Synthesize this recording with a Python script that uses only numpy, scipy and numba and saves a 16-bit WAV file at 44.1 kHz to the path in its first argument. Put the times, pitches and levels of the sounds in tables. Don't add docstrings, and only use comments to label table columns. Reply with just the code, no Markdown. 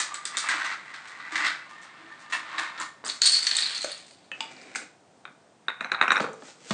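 import sys
import numpy as np
from scipy import signal
from scipy.fft import rfft, irfft
from scipy.io import wavfile
from scipy.ndimage import uniform_filter1d
from numba import njit

SR = 44100
rng = np.random.default_rng(int(sys.argv[2]) if len(sys.argv) > 2 else 0)


def dump_mix(stems):
    frames = np.atleast_2d(stems).T
    limited = np.clip(frames, -1, 1)
    pcm = np.round(limited * 32767).astype(np.int16)
    wavfile.write(sys.argv[1], SR, pcm)


def level_to_linear(level):
    exponent = np.asarray(level, float) / 20
    return 10 ** exponent


N = 296793

# (frequency [Hz], width [Hz], level [dB])
LOWER_RUN_MODES = [(321, 25, -11), (1090, 18, 1.5), (1220, 18, -2), (1390, 70, -6.5), (1814, 26, 5.5),
                   (2110, 35, -3.5), (2640, 59, -10.5), (3690, 250, -23.5)]
# (frequency [Hz], level [dB])
PLASTIC_TONE = [(100, -21), (308, -41.5), (525, -16), (1120, -1.5), (1920, -3), (2860, -12.5), (3800, -8),
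                (5600, -10.5), (8160, -7.5), (9500, -18.5)]
# (frequency [Hz], level [dB])
THICK_WOOD_TONE = [(100, -71), (400, -6.5), (1000, 10), (1500, 8), (2450, 6.5), (2900, -7), (3800, -16.5),
                   (4500, -40), (6500, -35), (9500, -42)]


def level(x):
    return x / np.sqrt(np.mean(x ** 2))


def peak1(x):
    return x / abs(x).max()


def band(x, lo_hz, hi_hz):
    return signal.sosfilt(signal.butter(4, [lo_hz, hi_hz], "band", fs=SR, output="sos"), x)


def colour(x, points):
    hz, db = np.transpose(points)
    log_hz = np.log(np.arange(1025) * SR / 2048 + 1)
    cepstrum = irfft(np.interp(log_hz, np.log(hz), db) * np.log(10) / 20)
    cepstrum[1:1024] *= 2
    cepstrum[1025:] = 0
    response = irfft(np.exp(rfft(cepstrum)))
    return signal.fftconvolve(x, response)[:len(x)]


def walk(rate_hz, size):
    hold = int(SR / rate_hz)
    steps = np.repeat(rng.standard_normal(size // hold + 1), hold)
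    return uniform_filter1d(steps[:size], hold)


def ring(hz, width_hz, t):
    build_up = 1 - np.exp(-t * hz / 0.37)
    return build_up * np.exp(-np.pi * width_hz * t) * np.sin(2 * np.pi * hz * t)


def pings(hits, width_hz, rise_s, beat):
    out, t = np.zeros(N + SR), np.arange(SR // 5) / SR
    decay = np.exp(-np.pi * width_hz * t)
    swell = (1 - np.exp(-t / rise_s)) ** 2
    for s, peak_db, hz in hits:
        neighbour = .5 * decay * np.sin(2 * np.pi * hz * (1 + beat) * t)
        note = np.sin(2 * np.pi * hz * t) + neighbour
        i = int(s * SR)
        out[i:i + len(t)] += level_to_linear(peak_db) * peak1(swell * decay * note)
    return out[:N]


def knocks(hits, modes, tone, crack_s, body_db, own_width_hz, thud_db, ring_db=0):
    contact_s = .0005
    soft_thud = 0.42
    out, t = np.zeros(N + SR), np.arange(SR // 8) / SR
    for s, peak_db, tick_db, hz, *own_db in hits:
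        burst = rng.standard_normal(len(t))
        burst[0] = 3.3
        spot = np.clip(rng.standard_normal((len(modes) + 1, 2)), -2, 2) * [3, .02]
        body = sum(level_to_linear(db + shift_db) * ring(f * (1 + detune), 2 * width, t)
                   for (f, width, db), (shift_db, detune) in zip(modes, spot))
        own = ring(hz, own_width_hz, t)
        own = own + .5 * ring(hz * (1 + 2 * spot[-1, 1]), 2 * own_width_hz, t)
        crack = band(colour(burst * np.exp(-t / crack_s), tone), 1300, 4650)
        blow = peak1(crack) + level_to_linear(body_db) * peak1(body) + level_to_linear(ring_db + sum(own_db)) * peak1(own)
        blow = peak1(blow * (1 - np.exp(-t / contact_s)) ** 2)
        thud = peak1(band(burst * np.exp(-t / 0.013), 180, 1300))
        tick = peak1(band(colour(burst * np.exp(-t / 0.0051), tone), 5800, 9200))
        dull_db = thud_db - soft_thud * (peak_db + 17.0)
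        i = int(max(s - contact_s, 0) * SR)
        out[i:i + len(t)] += level_to_linear(peak_db) * (blow + level_to_linear(dull_db) * thud + level_to_linear(tick_db) * tick)
    return out[:N]


def rattle(curve, modes, tone, rate_hz, spread_db, body_db, wander_db, tick_db,
           hits=(), jolt_db=-40, fizz_db=-12, settle_s=.05):
    s, db = np.transpose(curve)
    start, stop = int(max(s[0], 0) * SR), min(int(s[-1] * SR), N)
    now, t = np.arange(start, stop) / SR, np.arange(SR // 16) / SR

    chance, sign, size = rng.random((3, N))[:, start:stop]
    size_db = np.minimum(-spread_db * np.log(size + 1e-9), 18)
    taps = (chance < rate_hz / SR) * np.sign(sign - .5) * level_to_linear(size_db)
    body = 0
    for hz, width_hz, mode_db in modes:
        drive = taps * level_to_linear(mode_db + wander_db * walk(13.0, size=N)[start:stop])
        body = body + signal.fftconvolve(drive, np.sqrt(width_hz) * ring(hz, width_hz, t))
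    body = body[:len(now)]

    broad = colour(taps, tone)
    mid = level(band(broad, 200, 3500)) + level_to_linear(body_db) * level(body)
    top = level(band(broad, 4200, 12000))
    grit = level(band(taps, 3600, 13000))

    fade_in, fade_out = now - s[0] + (start == 0), s[-1] - now + (stop > N - 300)
    fade = np.clip(np.minimum(fade_in, fade_out) / .01, 0, 1)
    roll = level_to_linear(np.interp(now, s, db) - 1.0)
    stir = [np.clip((now - h[0]) / 0.014, 0, 1) * np.exp(-abs(now - h[0]) / settle_s) * level_to_linear(h[1])
            for h in hits]
    jolt = level_to_linear(jolt_db) * sum(stir)
    fizz = level_to_linear(fizz_db) * sum(e * level_to_linear(h[2]) for e, h in zip(stir, hits))
    out = np.zeros(N)
    out[start:stop] = fade * ((roll + jolt) * level(mid) + level_to_linear(tick_db) * roll * top + fizz * grit)
    return out


def garage():
    # (frequency [Hz], level [dB])
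    air_tone = [(24, -65.5), (40, -19), (147, -8.5), (329, -9.5), (463, -13), (699, -9), (899, -14.5),
                (2700, -27), (9500, -30.5), (12400, -73)]
    swell_db = 0.29 * walk(14.0, size=N)
    return level_to_linear(-58.5 + swell_db) * level(colour(rng.standard_normal(N), air_tone))


@njit
def walls(x, lags, gain, damp):
    line, soft, out = np.zeros((8, 4096)), np.zeros(8), np.zeros(len(x))
    for i in range(len(x)):
        total = 0.
        for k in range(8):
            soft[k] += (1 - damp) * (gain[k] * line[k, (i - lags[k]) & 4095] - soft[k])
            total += soft[k]
            out[i] += soft[k] * (1 - 2 * (k % 2))
        for k in range(8):
            line[k, i & 4095] = x[i] + soft[k] - total / 4
    return out


def books():
    # (time [s], peak [dB], tick [dB], own ring [Hz], own ring level [dB])
    cover_hits = [(6.203, -16.5, -20, 309, -9), (6.242, -21.5, -30, 468, 5.5), (6.286, -29.5, -34, 490, 12),
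                  (6.331, -40.5, 1, 502, 4), (6.342, -57, -14, 463, 11), (6.421, -40, -21, 450, -7),
                  (6.485, -50, -15, 440, -8)]
    last_fall = [
        (6.707, -12.5, -17, 669, -17),
    ]
    # (time [s], level [dB])
    slide = [(6.21, -38), (6.276, -67), (6.36, -68), (6.482, -50.5), (6.568, -67), (6.73, -42)]
    # (frequency [Hz], width [Hz], level [dB])
    book_modes = [(202, 10.4, 1), (300, 31, 1), (487, 80, 9.5), (608, 50, 9), (790, 340, -52),
                  (1360, 1100, 4), (2050, 190, -3.5)]
    # (frequency [Hz], level [dB])
    paper_tone = [(100, 9), (174, -42), (929, -27), (1360, -18.5), (3030, -19.5), (7700, -15),
                  (9500, -23.5)]
    thumps = knocks(cover_hits + last_fall, book_modes, paper_tone, crack_s=0.0059, body_db=5.4,
                    own_width_hz=19, thud_db=-6.5)
    scrape = rattle(slide, book_modes, paper_tone, rate_hz=4400, spread_db=2.8, body_db=-5.0,
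                    wander_db=4.6, tick_db=-0.5)
    return thumps + scrape


def cart():
    # (time [s], peak [dB], tick [dB], own ring [Hz], own ring level [dB])
    board_hits = [
        (3.844, -17.5, -4, 592, 4.3),
        (4.316, -24, -19.5, 2640, 9),
    ]
    chassis_hits = [
        (4.406, -13.5, -17, 900, 0.55),
    ]
    wheel_hits = [(4.513, -39, -9, 2070, -19), (4.568, -55, -26, 2100, -19), (4.6145, -43, -10, 2330, -24),
                  (4.75, -24, -10, 2170, 22), (4.7568, -17, -8, 1480, 5.5)]
    # (time [s], level [dB])
    rolling = [(4.32, -54.5), (4.492, -50.5), (4.742, -49.5), (4.85, -45.5)]
    # (frequency [Hz], width [Hz], level [dB])
    board_modes = [(1170, 200, -25), (1640, 380, 43), (2900, 70, 11)]
    chassis_modes = [(1080, 60, -9), (2250, 120, -5), (2900, 60, -1), (3550, 150, -6), (4900, 130, 0),
                     (7500, 200, -4)]
    cart_modes = [(560, 230, -18), (774, 29, -1.5), (1480, 120, -10), (1990, 71, -20), (2330, 52, -4),
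                  (3700, 250, -14)]
    # (frequency [Hz], level [dB])
    plank_tone = [(100, -11), (245, 3.5), (1210, -6.5), (2280, 0), (3150, -10), (8000, 7.5), (9500, -4.5)]
    # (time [s], peak [dB],
    # ring [Hz])
    lingering_notes = [(2.33, -35, 2620), (2.582, -35, 2640), (4.316, -33, 2600), (4.331, -34, 2600),
                       (4.407, -38, 2300)]
    side_notes = [(0.253, -27, 3600), (0.2535, -28, 4900), (2.581, -30, 3850), (4.3155, -29, 1800),
                  (4.316, -32, 3080), (4.406, -30, 3420), (4.406, -31, 2450)]
    board = knocks(board_hits, board_modes, THICK_WOOD_TONE, crack_s=0.0042, body_db=0.85,
                   own_width_hz=60, thud_db=-16.5)
    nudge = knocks(chassis_hits, chassis_modes, plank_tone, crack_s=0.0067, body_db=19.0,
                   own_width_hz=12, thud_db=-20)
    bumps = knocks(wheel_hits, cart_modes, plank_tone, crack_s=0.0069, body_db=-8.0,
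                   own_width_hz=260, thud_db=-23.5)
    notes = pings(lingering_notes, width_hz=20, rise_s=.0012, beat=.125)
    notes += pings(side_notes, width_hz=130, rise_s=.0007, beat=.06)
    roll = rattle(rolling, cart_modes, plank_tone, rate_hz=1600, spread_db=2.2, body_db=-10, wander_db=3.3,
                  tick_db=-14.5, hits=wheel_hits, jolt_db=-34, fizz_db=-7.0, settle_s=0.019)
    return level_to_linear(-2.5) * (board + nudge) + notes + bumps + roll


def marble_upper_run():
    # (time [s], peak [dB], tick [dB], own ring [Hz], own ring level [dB])
    upper_hits = [(0.001, -18, 1.5, 3800, -2.5), (0.0119, -34, -17, 1800, -13),
                  (0.1423, -23.5, -7, 7840, 12.5), (0.253, -20, -5, 8080, 13), (0.3481, -30, -11, 1280, 6),
                  (0.37, -16.5, 1, 3700, 11), (0.488, -18, -7, 2080, 4.5), (0.6463, -25.5, -10.5, 1960, -4),
                  (0.714, -24, -27, 1430, 7.5), (0.9393, -29, -16.5, 1960, 1.5),
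                  (1.075, -38, -3, 1960, -16), (1.199, -31.5, -31, 1220, -20),
                  (1.2428, -45, -26, 1990, -15), (1.32, -30.5, -9, 1550, -13),
                  (1.3556, -15.5, -15.5, 1960, 4.5), (1.4467, -17.5, -13.5, 1960, -2),
                  (1.4631, -17, -24, 1960, -7)]
    # (time [s], level [dB])
    upper_roll = [(0.0, -28), (0.13, -51.5), (0.42, -38), (0.504, -24.5), (0.738, -33.5), (0.765, -44),
                  (0.9, -42.5),
                  (1.302, -42.5), (1.35, -25.5), (1.461, -28), (1.68, -52)]
    hum_curve = [(0.06, -52), (0.122, -35.5), (0.154, -47.5), (0.33, -48), (0.36, -33)]
    # (frequency [Hz], width [Hz], level [dB])
    upper_modes = [(316, 20, -10), (1199, 19, 0.5), (1590, 40, 6.5), (1737, 22, -3), (1960, 150, 13.5),
                   (2280, 80, -3), (2620, 40, -3), (3800, 300, -14)]
    hum_modes = [(1220, 44, 0)]
    # (time [s], peak [dB], ring [Hz])
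    wall_pings = [(0.0115, -31, 1685), (0.4262, -26, 1320), (0.4417, -21.5, 1220), (0.4911, -17, 1630),
                  (0.5192, -25, 1640), (0.5303, -21.0, 1604), (0.553, -29, 1960), (0.597, -24, 1690),
                  (0.6166, -17, 1540), (0.7286, -28, 1610), (0.7439, -27, 1390), (1.3575, -15.5, 1960),
                  (1.3675, -21, 2050.0), (1.3782, -22, 1820), (1.4076, -20, 1540), (1.4245, -29, 1860),
                  (1.4379, -18.5, 2020), (1.4495, -18.5, 1983), (1.457, -25, 1990.0), (1.4707, -22, 1960),
                  (1.5164, -23.5, 1570), (1.5481, -28, 1790)]
    # (time [s], peak [dB], ring [Hz])
    air_booms = [
        (1.322, -41.5, 313),
        (1.405, -45, 309),
        (6.222, -34.5, 452),
        (6.3, -39, 445),
    ]
    upper = knocks(upper_hits, upper_modes, PLASTIC_TONE, crack_s=0.021, body_db=-1.0,
                   own_width_hz=180, thud_db=-23.0)
    upper += pings(wall_pings, width_hz=90, rise_s=0.00025, beat=0.17)
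    upper += pings(air_booms, width_hz=8.3, rise_s=0.0036, beat=0.05)
    roll = rattle(upper_roll, upper_modes, PLASTIC_TONE, rate_hz=1300, spread_db=1.9,
                  body_db=-1.5, wander_db=6.3, tick_db=-19.0, hits=upper_hits,
                  jolt_db=-34, fizz_db=-4.0, settle_s=0.024)
    hum = rattle(hum_curve, hum_modes, PLASTIC_TONE, rate_hz=1900, spread_db=6.7, body_db=6.1,
                 wander_db=1.8, tick_db=-51)
    return upper + level_to_linear(-2.0) * roll + hum


def marble_lower_run():
    # (time [s], peak [dB], tick [dB], own ring [Hz], own ring level [dB])
    lower_hits = [(1.815, -56.5, 6.5, 1830, -9), (2.299, -36, -11.5, 1760, 4), (2.3236, -18, -16, 1850, -2),
                  (2.5815, -20, -16, 1780, -8), (2.777, -29.5, -22.5, 2180, -7),
                  (2.799, -27.5, -8, 1254, -5.5), (2.8082, -38, -22.5, 1120, 3.5),
                  (2.8156, -48, -59, 1090, -15)]
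    # (time [s], level [dB], hiss [dB])
    rim_scuffs = [
        (1.69, -57, 2.5),
        (2.19, -56, 4.5),
    ]
    # (time [s], level [dB])
    rolling = [(1.62, -58), (1.672, -45), (2.126, -44), (2.31, -46.5), (2.558, -32), (2.76, -38.5),
               (2.82, -47.5), (2.92, -60), (3.03, -50.5)]
    # (time [s], peak [dB], ring [Hz])
    wall_pings = [(2.3263, -27, 1850.0), (2.3333, -20.5, 1880), (2.3484, -20, 1780), (2.3605, -22.5, 1803),
                  (2.5451, -28.5, 1100), (2.5808, -18, 1832), (2.5938, -34, 1830), (2.6015, -31, 1480),
                  (2.6441, -26.5, 1710), (2.7979, -31.5, 1310), (2.8078, -31, 1040), (2.8235, -30, 1120),
                  (2.8386, -33, 1090.0)]
    lower = knocks(lower_hits, LOWER_RUN_MODES, PLASTIC_TONE, crack_s=0.0086, body_db=-12.5,
                   own_width_hz=120, thud_db=-23)
    lower += pings(wall_pings, width_hz=59, rise_s=0.00049, beat=0.23)
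    roll = rattle(rolling, LOWER_RUN_MODES, PLASTIC_TONE, rate_hz=1500, spread_db=1.8, body_db=-0.99,
                  wander_db=7.2, tick_db=-23.5, hits=lower_hits + rim_scuffs,
                  jolt_db=-2.7, fizz_db=4.9, settle_s=0.026)
    return lower + level_to_linear(-3.5) * roll


def marble_on_floor():
    # (time [s], peak [dB], tick [dB], own ring [Hz], own ring level [dB])
    bounces = [(3.0404, -32, -45.5, 706, 0.5), (3.048, -32, 2, 4700, 2), (3.056, -32.5, -4, 8540, 6.5),
               (3.0627, -24, -18.5, 4980, 6.5), (3.0802, -33.5, 5.5, 4400, 5.5)]
    # (time [s], level [dB])
    skitter_curve = [(3.042, -53), (3.082, -45), (3.12, -42.5), (3.21, -52.5)]
    # (time [s], peak [dB], ring [Hz])
    dead_taps = [(3.0316, -44, 1100), (3.0396, -26, 1000), (3.048, -34, 1800), (3.0565, -37, 1420),
                 (3.0725, -32, 3300), (3.08, -30, 4200), (5.253, -29, 2200), (5.2535, -29, 1400),
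                 (6.4225, -39, 1700), (6.485, -44, 3900), (6.506, -42, 1350)]
    floor = knocks(bounces, LOWER_RUN_MODES, PLASTIC_TONE, crack_s=0.0063, body_db=-15.5,
                   own_width_hz=120, thud_db=-15.0)
    floor += pings(dead_taps, width_hz=450, rise_s=0.00022, beat=.4)
    skitter = rattle(skitter_curve, LOWER_RUN_MODES, PLASTIC_TONE, rate_hz=1700, spread_db=1.9, body_db=-12,
                     wander_db=0.9, tick_db=-0.5, hits=bounces, jolt_db=-21.0, fizz_db=-5.5, settle_s=0.024)
    return floor + level_to_linear(-3.0) * skitter


def blocks():
    # (time [s], peak [dB], tick [dB], own ring [Hz])
    first_taps = [
        (5.208, -52, -23, 3970),
        (5.2528, -27, -28, 3700),
        (5.2775, -35, -32.5, 3640),
        (5.3006, -43, -29.5, 3630),
    ]
    block_hits = [(5.6829, -11.5, -30.5, 3670), (5.693, -23.5, -47.5, 3870), (5.808, -15, -23, 3830),
                  (5.845, -15, -34, 3960), (5.918, -7, -26, 3940), (5.9458, -16, -46, 3860),
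                  (6.0132, -1, -31, 3790), (6.025, -8, -31, 3800), (6.0797, -12.5, -22, 2450),
                  (6.105, -3.5, -39, 3800), (6.1177, -3.5, -19.5, 3820), (6.1592, -13, -33, 3800),
                  (6.168, -11, -47, 3700), (6.1773, -13.5, -20, 3880)]
    # (time [s], level [dB])
    slide_curve = [(5.63, -71), (5.72, -57), (5.864, -46), (6.006, -37.5), (6.056, -39), (6.13, -33.5),
                   (6.3, -45.5)]
    # (frequency [Hz], width [Hz], level [dB])
    block_modes = [(825, 33, -28), (1264, 170, -28.5), (1390, 120, 13), (1540, 150, 28.5), (2100, 46, 10),
                   (2434, 390, -19), (6200, 150, -34), (6520, 140, -9)]
    # (time [s], peak [dB], ring [Hz])
    low_notes = [(5.6829, -18.5, 1490), (5.6917, -24, 1400), (5.703, -25, 1820), (5.8087, -22, 1430),
                 (5.828, -32.0, 1800), (5.8458, -27, 1390), (5.917, -17, 1540.0), (5.9381, -21, 1420),
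                 (5.9465, -19.5, 1290), (5.961, -35, 1480.0), (6.0126, -10.5, 1264), (6.024, -23, 1170.0),
                 (6.0459, -31.5, 1580), (6.0668, -24, 1400.0), (6.0795, -10.5, 1390), (6.1063, -16, 1400),
                 (6.1183, -10.5, 1250), (6.1282, -15, 1480), (6.1567, -14, 1350), (6.1674, -16, 1500),
                 (6.18, -23, 1340), (6.2052, -15.5, 1370), (6.2419, -19, 1390.0), (6.2642, -22.5, 1360.0)]
    upper_notes = [(5.6835, -21, 3740), (5.8469, -42, 6100), (5.9163, -40.5, 5530), (5.948, -23.5, 3850),
                   (6.0815, -36, 5550), (6.1061, -33, 5940), (6.12, -34, 5660), (6.1302, -38, 6800),
                   (6.1662, -31.5, 5570)]
    tap = knocks(first_taps, block_modes, THICK_WOOD_TONE, crack_s=0.0036, body_db=2.4,
                 own_width_hz=81, thud_db=-15.5, ring_db=-5)
    falls = knocks(block_hits, block_modes, THICK_WOOD_TONE, crack_s=0.0031, body_db=3.3,
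                   own_width_hz=117, thud_db=-12.5, ring_db=-3)
    notes = pings(low_notes, width_hz=190, rise_s=0.00031, beat=0.47)
    notes += pings(upper_notes, width_hz=85, rise_s=0.0003, beat=0.02)
    slide = rattle(slide_curve, block_modes, THICK_WOOD_TONE, rate_hz=500, spread_db=2.5, body_db=-24.0,
                   wander_db=2.8, tick_db=-41, hits=block_hits, jolt_db=-22.0, fizz_db=-13.5, settle_s=0.023)
    return level_to_linear(-5) * tap + level_to_linear(-3.5) * falls + notes + level_to_linear(-0.5) * slide


def dominoes():
    # (time [s], peak [dB], tick [dB], own ring [Hz])
    tile_hits = [(3.089, -18.5, -14, 4400), (3.0985, -9.5, -25.5, 4290), (3.2181, -5.5, -7, 4170),
                 (3.2393, -22.5, -7.5, 4464), (3.258, -9.5, 1, 4770), (3.259, -10, -17, 8840),
                 (3.269, -10, -2, 8500), (3.274, -15.5, -15.5, 4520), (3.284, -25, -20, 4400),
                 (3.3219, -19, 5, 4400), (3.3314, -24.5, -7.5, 4400), (3.3504, -13, -8, 4285),
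                 (3.428, -14, -4, 4530), (3.468, -9, -8.5, 4410), (3.5129, -10, -20.5, 4340),
                 (3.554, -29.5, 7.5, 4300), (3.5659, -17.5, 3, 7730), (3.5849, -8.5, -21.5, 3980),
                 (3.6222, -9, -25.5, 4370), (3.6585, -15.5, -20, 4290), (3.748, -21.5, -4, 4400),
                 (3.7757, -28, -16, 4300), (3.806, -35, 1, 4400), (3.8176, -25, 2.5, 4330),
                 (3.916, -21.5, -17, 4700), (3.9775, -40, -2, 4260), (4.0657, -39.5, 0.5, 4760),
                 (4.1086, -36.5, -5.5, 4630), (4.126, -55, -3, 4550), (4.244, -49, -8, 3800)]
    # (time [s], level [dB])
    chatter_curve = [(3.215, -23), (3.227, -18.5), (3.285, -21), (3.325, -30.5), (3.335, -19.5),
                     (3.385, -19.5), (3.42, -51)]
    run_curve = [(3.21, -32.5), (3.402, -37), (3.578, -31), (3.784, -36), (3.926, -42), (4.034, -53),
                 (4.15, -62), (4.3, -62)]
    # (frequency [Hz], width [Hz], level [dB])
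    tile_modes = [(3950, 200, -27.5), (4170, 120, -4), (4400, 51, 6), (4290, 80, -10.5), (4840, 130, -9.5)]
    # (frequency [Hz], level [dB])
    thin_wood_tone = [(100, -50.5), (700, -25.5), (1800, -14.5), (2900, -16), (4300, -4.5), (5600, -14),
                      (7000, -8.5), (8500, -5), (9500, -12)]
    # (time [s], peak [dB], ring [Hz])
    small_contacts = [(3.2179, -11, 4540), (3.2217, -11, 4400), (3.2272, -20, 4550), (3.2342, -23, 4350),
                      (3.2419, -16.5, 4360.0), (3.2558, -14.5, 4530), (3.2651, -15, 3870),
                      (3.2732, -12, 4420), (3.282, -15, 4440), (3.3181, -18, 4435), (3.3322, -13.5, 4484),
                      (3.3456, -13.5, 4634), (3.35, -13.5, 4400), (3.3575, -21.5, 4330), (3.369, -18, 4400),
                      (3.4677, -12.5, 4427), (3.4752, -18.5, 4320), (3.4913, -26.5, 4460),
                      (3.5117, -15, 4380), (3.5537, -17.5, 4270), (3.5668, -19, 3636), (3.5867, -18, 4425),
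                      (3.5905, -21.5, 3990), (3.6265, -19.5, 4730), (3.6341, -19, 3800),
                      (3.6436, -19, 4380), (3.6573, -23.5, 4280), (3.6632, -15.5, 4110),
                      (3.7137, -25, 4070), (3.749, -23, 4480), (3.7545, -25, 4400), (3.7639, -21.5, 4290.0),
                      (3.7788, -24.5, 4380), (3.8088, -22, 4290), (3.8178, -24.5, 4160),
                      (3.8328, -28, 4310.0), (3.8453, -23.5, 4290), (3.8665, -31, 4290),
                      (3.919, -27.5, 4430), (3.9278, -29.5, 4330)]
    edge_nicks = [(0.4875, -20, 8130), (0.666, -28, 6040), (2.8, -25, 7600), (2.815, -27, 7000),
                  (3.0566, -28, 7860.0), (3.0633, -27.5, 8660.0), (3.0733, -25.5, 9060),
                  (3.0803, -25.5, 6790.0), (3.2186, -9, 6710.0), (3.2598, -9, 8670), (3.2675, -14, 8470),
                  (3.2742, -15.5, 8790), (3.3211, -16.5, 8700.0), (3.3349, -21.5, 8720.0),
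                  (3.4684, -16.5, 5960), (3.5539, -26.5, 6880.0), (3.5671, -11.5, 7870),
                  (3.7794, -24.5, 6310.0), (3.9169, -25, 9450), (3.9774, -35, 6800), (4.316, -45, 6700),
                  (4.3165, -43, 4270), (4.5665, -40, 4570), (4.6144, -38, 4870)]
    clacks = knocks(tile_hits, tile_modes, thin_wood_tone, crack_s=0.0043, body_db=-26.5,
                    own_width_hz=100, thud_db=-28.0)
    notes = pings(small_contacts, width_hz=140, rise_s=0.00044, beat=0.033)
    notes += pings(edge_nicks, width_hz=720, rise_s=0.00061, beat=0.087)
    chatter = rattle(chatter_curve, tile_modes, thin_wood_tone, rate_hz=900, spread_db=2.2, body_db=21,
                     wander_db=3.5, tick_db=-13.5)
    run = rattle(run_curve, tile_modes, thin_wood_tone, rate_hz=1100, spread_db=1.6, body_db=-13.0,
                 wander_db=4, tick_db=-8.0, hits=tile_hits, jolt_db=-47.0, fizz_db=-13.5, settle_s=0.033)
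    return level_to_linear(-4.5) * clacks + notes + level_to_linear(-3.5) * chatter + level_to_linear(-3.0) * run


def scene():
    marble = marble_upper_run() + marble_lower_run() + marble_on_floor()
    far = marble + dominoes() + cart() + books()
    near = blocks()
    toys, sent = band(np.array([far + near, far + level_to_linear(-5) * near]), 130, 12000)
    lags = np.array([331, 457, 593, 761, 919, 1103, 1327, 1549])
    t60_s, damp = .37, 0.096
    echo = walls(sent + 1e-18, lags, level_to_linear(-60 * lags / SR / t60_s), damp)
    return (toys + level_to_linear(-14) * echo + garage())[None]


def band_limit(x):
    return signal.sosfilt(signal.butter(12, 10330, fs=SR, output="sos"), x)


def record(dry):
    top_hz = 9300
    x = signal.sosfilt(signal.butter(3, 110, "high", fs=SR, output="sos"), dry)
    x = signal.sosfilt(signal.ellip(8, .5, 45, top_hz, fs=SR, output="sos"), x)
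    x = signal.sosfilt(signal.butter(10, 1.05 * top_hz, fs=SR, output="sos"), x)
    x = x + .05 * x ** 2
    return band_limit(x)


dry = scene()
out = record(dry)
dump_mix(out)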